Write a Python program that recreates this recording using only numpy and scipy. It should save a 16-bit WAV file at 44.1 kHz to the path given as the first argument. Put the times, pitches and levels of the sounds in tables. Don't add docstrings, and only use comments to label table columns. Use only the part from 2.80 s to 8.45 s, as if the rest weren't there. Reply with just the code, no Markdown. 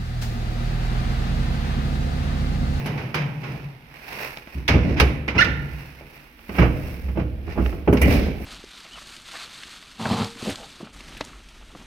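import sys
import numpy as np
from scipy import signal
from scipy.fft import rfft, irfft, next_fast_len
from scipy.io import wavfile
from scipy.ndimage import uniform_filter1d

SR = 44100
rng = np.random.default_rng(int(sys.argv[2]) if len(sys.argv) > 2 else 0)


def output_pcm(signal):
    pcm = np.clip(np.atleast_2d(signal).T, -1, 1) * 32767
    wavfile.write(sys.argv[1], SR, np.round(pcm).astype(np.int16))


N = 249165
TIME = np.arange(N) / SR

# (frequency [Hz], relative level [dB])
AIR_COLOUR = [(15, -28), (25, 7), (64, 10), (120, -28), (229, 5), (677, -17), (734, -12), (2410, -7.5),
              (3250, -13.5), (5730, -26), (6920, -39), (13200, -22), (16000, -40)]
# (frequency [Hz], likeness [0 to 1])
EAR_LIKENESS = [(60, 0.88), (130, 1), (300, 0.84), (600, 0.55), (1200, 0), (16000, 0.12)]
# (frequency [Hz], ring time [s]); a ring time is the time to fade by 60 dB
ECHO_TIMES = [(70, 0.55), (170, 1.27), (400, 1.15), (1000, 0.6), (2200, 0.84), (5000, 0.48), (12000, 0.67)]
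# (time [s], length [s], cabin air [dB], steel door [dB], wood [dB])
RUMBLES = [(-0.03, 0.18, -47, -27, -33.5), (0.372, .09, -60, -27.5, -39.5), (0.606, 0.15, -47, -34, -41),
           (1.29, 0.087, -55, -45.5, -49), (1.925, 0.3, -24.5, -34.5, -32.5),
           (2.63, 0.19, -31.5, -33.5, -45), (3.872, 0.13, -24, -41.5, -38), (4.144, 0.73, -31, -62, -45.5),
           (4.755, 0.05, -21.5, -40, -30.5), (5.209, 0.17, -17.5, -28.5, -21.5)]
# (frequency [Hz], relative level [dB])
SHUDDER_COLOUR = [(30, -17), (110, -29), (190, 10), (330, 1), (480, -2), (800, -9), (1400, -68),
                  (3000, -44), (8000, -69)]
# (time of peak [s], level [dB], swell time [s], extra hiss [dB])
SLEEVE_STROKES = [(0, -39.5, 0.4, 0), (0.72, -42, 0.19, -2), (1.16, -45, 0.041, -1), (1.332, -35, .09, 2.5),
                  (1.438, -30.5, 0.099, 4.5), (1.75, -44, .12, 3.5), (2.1, -35.5, 0.1, -14),
                  (3.0, -43.5, 0.26, 4.5), (3.372, -46.5, 0.11, 7), (3.778, -41.5, 0.09, 10),
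                  (4.07, -42.5, 0.26, 8.5), (4.72, -38, 0.033, -8), (4.88, -40.5, 0.1, 7),
                  (5.328, -27, 0.08, 6), (5.65, -44.5, 0.086, 11)]
# (frequency [Hz], relative level [dB])
CLOTH_COLOUR = [(150, -23), (250, -11), (460, -6.5), (760, -6), (845, -4), (940, -6.5), (1310, -8.5),
                (2320, -2), (2710, -3.5), (3170, -17), (5540, -17.5), (7060, -33.5), (13200, -24.5),
                (16000, -27)]
# (time [s], rattle level [dB], tick level [dB], rattle's ring time [s])
LATCH_CHINKS = [(0.058, -51, -32, .16), (0.343, -38, -31, 0.26), (1.887, -20, -50, 0.069),
                (2.197, -16, -21.5, .085), (2.482, -13, -58, 0.068), (5.127, -44, -27, 0.068),
                (5.171, -33, -44, .1), (5.214, -16.5, -16.5, 0.28), (5.300, -35, -44, 0.1)]
# (frequency [Hz], width [Hz], relative level [dB])
LATCH_PEAKS = [(2040, 180, 0.5), (2350, 160, 0.5), (2800, 440, -8)]
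# (frequency [Hz], relative level [dB])
TICK_COLOUR = [(4000, -1), (6000, 5), (7600, -5.5), (11000, 8), (15500, -0.5)]
# (time [s], length [s], start pitch [Hz], end pitch [Hz], level [dB])
SQUEALS = [(2.584, 0.028, 1330, 1470, -13), (2.606, 0.0268, 1700, 1880, -11.5),
           (2.610, 0.0322, 1550, 1430, -18), (2.578, 0.01, 2600, 2700, -16),
           (2.579, 0.023, 2070, 2030, -18), (2.614, 0.0275, 2200, 1900, -18),
           (2.584, 0.033, 2790, 2870, -19)]
# (frequency [Hz], relative level [dB], ring time [s])
CATCH_TONES = [(1400, 2, 0.33), (1420, 4, 0.41), (1481, -11, 0.45), (1510, -18, 0.69), (1670, -2, 1),
               (1900, -13, .7), (2100, -3, 0.24), (2150, 5, 0.55), (2720, -5, 0.3), (2850, -19, 0.5)]
# (time [s], strength [dB], extra bass [dB], treble tilt [dB per octave], base rise [s], base ring [s])
BLOWS = [ (0.058, -34.5, -1, 2.05, 0.0013, 0.33), (0.176, -35, 1, 1.05, .002, 0.39),
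         (0.343, -27, -8, 2, .0007, .37), (0.632, -34.5, -26, 1.2, 0.0055, 0.29),
         (1.572, -37.5, -21, 3.5, 0.00028, 0.015), (1.673, -40, -15, -0.5, .0003, 0.029),
         (1.749, -31, 9, -23, 0.01, 0.3), (1.879, -42.5, 19, 10.6, 0.0025, 0.1),
         (1.887, -22.5, 12, 2, 0.00035, 0.35), (1.940, -10, 3.5, -6, 0.014, .14),
         (2.031, -19, -2, -18, 0.0045, 0.82), (2.164, -26.5, -12, 1.5, 0.016, 0.51),
         (2.199, -21.5, 9.5, 5, 0.0014, 0.12), (2.216, -15, 2, -6, 0.00081, 0.2),
         (2.479, -28, 3.5, 2, 0.0018, 0.19), (2.549, -21.5, 4, -1.2, 0.01, 0.39),
         (2.585, -33, 12, 5.5, .0021, 0.23), (2.604, -36, 11, 6.5, .0031, 0.22),
         (2.645, -36.5, 0, 5.5, .0012, 0.12), (2.671, -21, 1, -8, 0.00098, 0.12),
         (3.210, -33, -25, -5.5, 0.00044, 0.033), (3.591, -49.5, 0, 2, .0005, 0.022),
         (3.692, -28, -2, -3, 0.00089, 0.13), (3.739, -32, -8, -1, 0.0079, 0.82),
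         (3.783, -15, 6, -2, 0.0031, 0.29), (3.818, -14, 2.5, -2.5, 0.0041, .18),
         (4.282, -33, 13.5, -2, .009, 0.13), (4.356, -29, -2, -4.5, 0.0058, 0.2),
         (4.372, -14, -14, -8, 0.0025, 0.12), (4.395, -30.5, 17, -1, 0.0048, 0.14),
         (4.677, -24.5, -2, -7.5, 0.00076, .1), (4.756, -23.5, -20, -6.5, .011, 0.13),
         (4.776, -11, -13, -7, 0.0088, .15), (4.861, -30.5, -22, 1, .0004, 0.024),
         (4.927, -24.5, -16, -7, 0.00081, 0.1), (5.076, -2, -8, -8.5, 0.0037, 0.09),
         (5.127, -9.5, -11, -6.5, 0.0021, 0.15), (5.17, -31.5, 13, 3.5, 0.0028, 0.079),
         (5.214, -16.5, 6.5, -4, 0.005, 0.16), (5.246, -10.5, -11, -13, 0.0062, 0.27),
         (5.296, -47.5, 2, 7.5, 0.014, 0.72), (5.429, -52, 14, 6, .0036, 0.32),
         (5.599, -26, -18, -15, .002, 0.059)]
# (frequency [Hz], relative level [dB], ring time [s])
DOOR_TONES = [(65.2, 10, 0.26), (101, -6.5, 0.55), (122.3, -9.5, 0.47), (178, -7.5, 0.31),
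              (213.2, -5, 0.14), (255.3, -18.5, 0.63), (335.3, -10, 0.24), (409, -10.5, 0.26),
              (490, -17, 0.6), (577.5, -19, 0.077), (660.5, -11, 0.19), (835.5, -4.5, 0.1)]
# (frequency [Hz], gain [dB])
BLOW_COLOUR = [(25, -13), (45, -11), (70, -5.5), (200, -2), (500, -3), (900, -6), (1400, -1.5), (2700, 0.5),
               (3400, -1), (5800, -2.5), (7600, -5.5), (11000, -4), (15500, 14)]
# (frequency [Hz], gain [dB])
CLACK_RIPPLES = [(500, 0), (950, 4), (1410, -3), (2280, 3.5), (3170, -0.5), (4380, -4), (5900, -1.5)]
# (time [s], left minus right [dB])
DOOR_SIDE = [(0.3, 1.5), (1.9, 1), (2.6, 0.5), (3.8, -1.5), (4.7, -1.5), (5.1, -0.5), (5.3, 2.5)]
# (frequency [Hz], left minus right [dB])
MIC_BALANCE = [(60, -3), (150, 0.5), (330, -3), (600, -1), (1100, -2.5), (2000, -9), (2900, -9.5),
               (4000, 4), (5600, 3), (7500, 9), (9500, 20.5), (12000, 7), (16000, -17)]

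BOOM_HZ, KNOCK_HZ, CLACK_HZ, SNAP_HZ = 65, 330, 2000, 4500


def gain_of(db):
    return 10 ** (np.asarray(db) / 20)


def evened(x):
    return x / np.sqrt(np.mean(x ** 2) + 1e-20)


def read(table, hz):
    f, value = np.transpose(table)
    return np.interp(np.log(hz + 1), np.log(f), value)


def dying(t, ring_s):
    return np.exp(-np.log(1000) * t / ring_s)


def wobble(shape, samples):
    return evened(uniform_filter1d(rng.standard_normal(shape), size=samples))


def add(mix, start_s, sound):
    part = mix[:, max(round(start_s * SR), 0):][:, :sound.shape[-1]]
    part += sound[..., :part.shape[1]]


def coloured(x, db_at):
    size = next_fast_len(x.shape[-1] + 4096, True)
    gain = gain_of(db_at(np.fft.rfftfreq(size, 1 / SR)))
    return irfft(rfft(x, size) * gain, size)[..., :x.shape[-1]]


def noise(db_at):
    size = next_fast_len(N, True)
    hz = np.fft.rfftfreq(size, 1 / SR)
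    left, other = rng.standard_normal((2, len(hz))) + 1j * rng.standard_normal((2, len(hz)))
    alike = read(EAR_LIKENESS, hz)
    right = alike * left + np.sqrt(1 - alike ** 2) * other
    return evened(irfft(np.array([left, right]) * gain_of(db_at(hz)), size)[:, :N])


def ringing_noise(hz, width_hz):
    return noise(lambda f: -20 * np.log10(1 + (2 * (f - hz) / width_hz) ** 2))


def still_air(level_db=-51.5):
    return gain_of(level_db) * noise(lambda f: read(AIR_COLOUR, f))


def stairwell(sound, build_s=0.0083):
    hz, t, bands = signal.stft(rng.standard_normal((2, SR)), SR, nperseg=256)
    tail = signal.istft(bands * dying(t, read(ECHO_TIMES, hz)[:, None]), SR, nperseg=256)[1]
    tail *= 1 - np.exp(-np.arange(tail.shape[1]) / SR / build_s)
    middle, side = signal.fftconvolve(sound, tail / np.linalg.norm(tail[0]), axes=1)[:, :N]
    share_db = lambda f, sign: 10 * np.log10(np.clip((1 + sign * read(EAR_LIKENESS, f)) / 2, 1e-4, 1))
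    middle = coloured(middle, lambda f: share_db(f, 1.0))
    side = coloured(side, lambda f: share_db(f, -1.06))
    return np.array([middle + side, middle - side])


def shaken(levels_db, ring_s, rise_s=0.03):
    power = np.zeros(N)
    for (start_s, length_s, *_), db in zip(RUMBLES, levels_db):
        t = TIME[TIME > start_s] - start_s
        level = gain_of(db) * (1 - np.exp(-t / rise_s)) * dying(np.maximum(t - length_s, 0), ring_s)
        power[N - len(t):] += level ** 2
    return np.sqrt(power)


def cabin_drone(chatter_db=2):
    cabin_db, steel_db, wood_db = np.transpose(RUMBLES)[2:]
    chatter = evened(gain_of(chatter_db * wobble(N, 500)))
    sheet = ringing_noise(141.5, width_hz=32) + gain_of(-17) * ringing_noise(858, width_hz=280)
    steel = shaken(steel_db, ring_s=1.37) * sheet
    cabin = shaken(cabin_db, ring_s=1) * ringing_noise(67.4, width_hz=23)
    wood = shaken(wood_db, ring_s=0.87) * chatter * noise(lambda f: read(SHUDDER_COLOUR, f))
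    return cabin + steel + wood


def sleeves(grain_db=2, hiss_hz=8000, fade_share=0.88):
    level, hiss = np.zeros((2, N))
    for peak_s, db, swell_s, hiss_db in SLEEVE_STROKES:
        slope_s = swell_s * np.where(TIME < peak_s, 1, fade_share)
        stroke = gain_of(db) * np.exp(-abs(TIME - peak_s) / slope_s)
        level = np.hypot(level, stroke)
        hiss = np.hypot(hiss, gain_of(hiss_db) * stroke)
    rub = noise(lambda f: read(CLOTH_COLOUR, f))
    treble = coloured(rub, lambda f: -20 * np.log10(1 + (hiss_hz / (f + 1)) ** 4))
    grain = gain_of(grain_db * wobble(N, 180))
    return grain * (level * (rub - treble) + hiss * treble)


def latch(rise_s=0.0066, tick_ring_s=0.066):
    rattle = evened(sum(gain_of(db) * ringing_noise(hz, width) for hz, width, db in LATCH_PEAKS))
    rattle_level, tick_level = np.zeros((2, 2, N))
    t = np.arange(SR // 2) / SR
    rise = 1 - np.exp(-t / rise_s)
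    for start_s, rattle_db, tick_db, ring_s in LATCH_CHINKS:
        add(rattle_level, start_s, gain_of(rattle_db) * rise * dying(t, ring_s))
        add(tick_level, start_s, gain_of(tick_db) * rise * dying(t, tick_ring_s))
    return rattle_level * rattle + tick_level * noise(lambda f: read(TICK_COLOUR, f))


def squealing_catch(roughness=0.03, muffle_hz=6000, ring_start_s=2.61):
    out = np.zeros((2, N))
    for start_s, length_s, start_hz, end_hz, db in SQUEALS:
        size = int(length_s * SR)
        waver = 1 + roughness * wobble((2, SR // 8), 30)[:, :size]
        pitch_hz = np.linspace(start_hz, end_hz, size) * waver
        cycles = np.cumsum(pitch_hz, 1) / SR + rng.random((2, 1))
        tone = 0
        for harmonic, harmonic_db in enumerate([0, -15, -21], 1):
            muffle = 1 + (harmonic * start_hz / muffle_hz) ** 12
            tone += gain_of(harmonic_db) / muffle * np.sin(2 * np.pi * harmonic * cycles)
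        add(out, start_s, gain_of(db) * np.sqrt(2) * signal.windows.tukey(size, 0.7) * tone)
    t = np.arange(SR) / SR
    ring = sum(gain_of(db) * dying(t, ring_s) * np.sin(2 * np.pi * (hz * t + rng.random((2, 1))))
               for hz, db, ring_s in CATCH_TONES)
    add(out, ring_start_s, gain_of(-35) * (1 - np.exp(-t / 0.0055)) * ring)
    return out


def blow_colour_db(f, sharpness=20):
    ripples = sum(db / (1 + (2 * sharpness * (f / hz - 1)) ** 2) for hz, db in CLACK_RIPPLES)
    return read(BLOW_COLOUR, f) + ripples - 2


def blow_db(hz, strength_db, bass_db, tilt_db):
    octaves = lambda low, high: np.log2(np.clip(hz, low, high) / low)
    bass = np.maximum(1 - octaves(BOOM_HZ, KNOCK_HZ) / np.log2(KNOCK_HZ / BOOM_HZ), 0) ** 0.94
    dull_db = 10 * octaves(CLACK_HZ, SNAP_HZ) + 18 * octaves(SNAP_HZ, SR)
    return strength_db + bass_db * bass + tilt_db * octaves(KNOCK_HZ, SNAP_HZ) - dull_db


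def door_blows(boom_rise_s=0.017, crack_s=0.0018, close_tap_s=0.052):
    direct, to_echo = np.zeros((2, 2, N))
    t = np.arange(SR // 2) / SR
    bands_hz = 62.5 * 2. ** np.arange(9)
    panels = np.array([noise(lambda f: -48 * np.log2((f + 1) / hz) ** 4) for hz in bands_hz], np.float32)
    end_fade = np.minimum((t[-1] - t) * 10, 1)
    swell = lambda hz, rise_s: 1 - np.exp(-t / (rise_s + boom_rise_s * (BOOM_HZ / hz) ** 2))
    ring_scale = (CLACK_HZ / bands_hz) ** np.where(bands_hz < CLACK_HZ, 0.21, 0.22)
    tones = np.array([gain_of(db) * swell(hz, 0) * dying(t, ring_s) * np.sin(2 * np.pi * hz * t)
                      for hz, db, ring_s in DOOR_TONES])
    crack = gain_of(2) * np.exp(-t / crack_s)
    for start_s, *force, rise_s, ring_s in BLOWS:
        levels_db = blow_db(bands_hz, *force)
        shapes = np.array([gain_of(db) * swell(hz, rise_s) * (dying(t, ring_s * scale) + crack)
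                           for hz, db, scale in zip(bands_hz, levels_db, ring_scale)])
        offset = int(rng.random() * (N - len(t)))
        clack = np.sum(shapes[:, None] * panels[:, :, offset:offset + len(t)], axis=0)
        ring = gain_of(blow_db(np.transpose(DOOR_TONES)[0], *force)) @ tones
        sound = end_fade * (clack + np.sqrt(2) * ring)
        add(direct, start_s, sound)
        echo_share = min(ring_s / close_tap_s, 1) * gain_of(-16 - 0.3307 * levels_db.max())
        add(to_echo, start_s, echo_share * sound)
    return coloured(direct, blow_colour_db), coloured(to_echo, blow_colour_db)


def scene(metal_echo_db=-11):
    doors, doors_to_echo = door_blows()
    doors *= gain_of(np.array([[0.5], [-0.5]]) * np.interp(TIME, *np.transpose(DOOR_SIDE)))
    metal = squealing_catch() + latch()
    air = still_air()
    echo = stairwell(doors_to_echo + gain_of(metal_echo_db) * metal)
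    return air + echo + sleeves() + cabin_drone() + metal + doors


def record(dry, top_hz=15950):
    def sides_db(f):
        lean = read(MIC_BALANCE, f)
        return np.array([lean, -lean]) / 2 - 10 * np.log10((gain_of(lean) + gain_of(-lean)) / 2)
    heard = coloured(dry, sides_db)
    rounded = heard / (1 + heard ** 8) ** (1 / 8)
    treble_cut = signal.firwin(511, top_hz, window=("kaiser", 9), fs=SR)
    return signal.oaconvolve(rounded, treble_cut[None], "same")


dry = scene()
out = record(dry)
output_pcm(out)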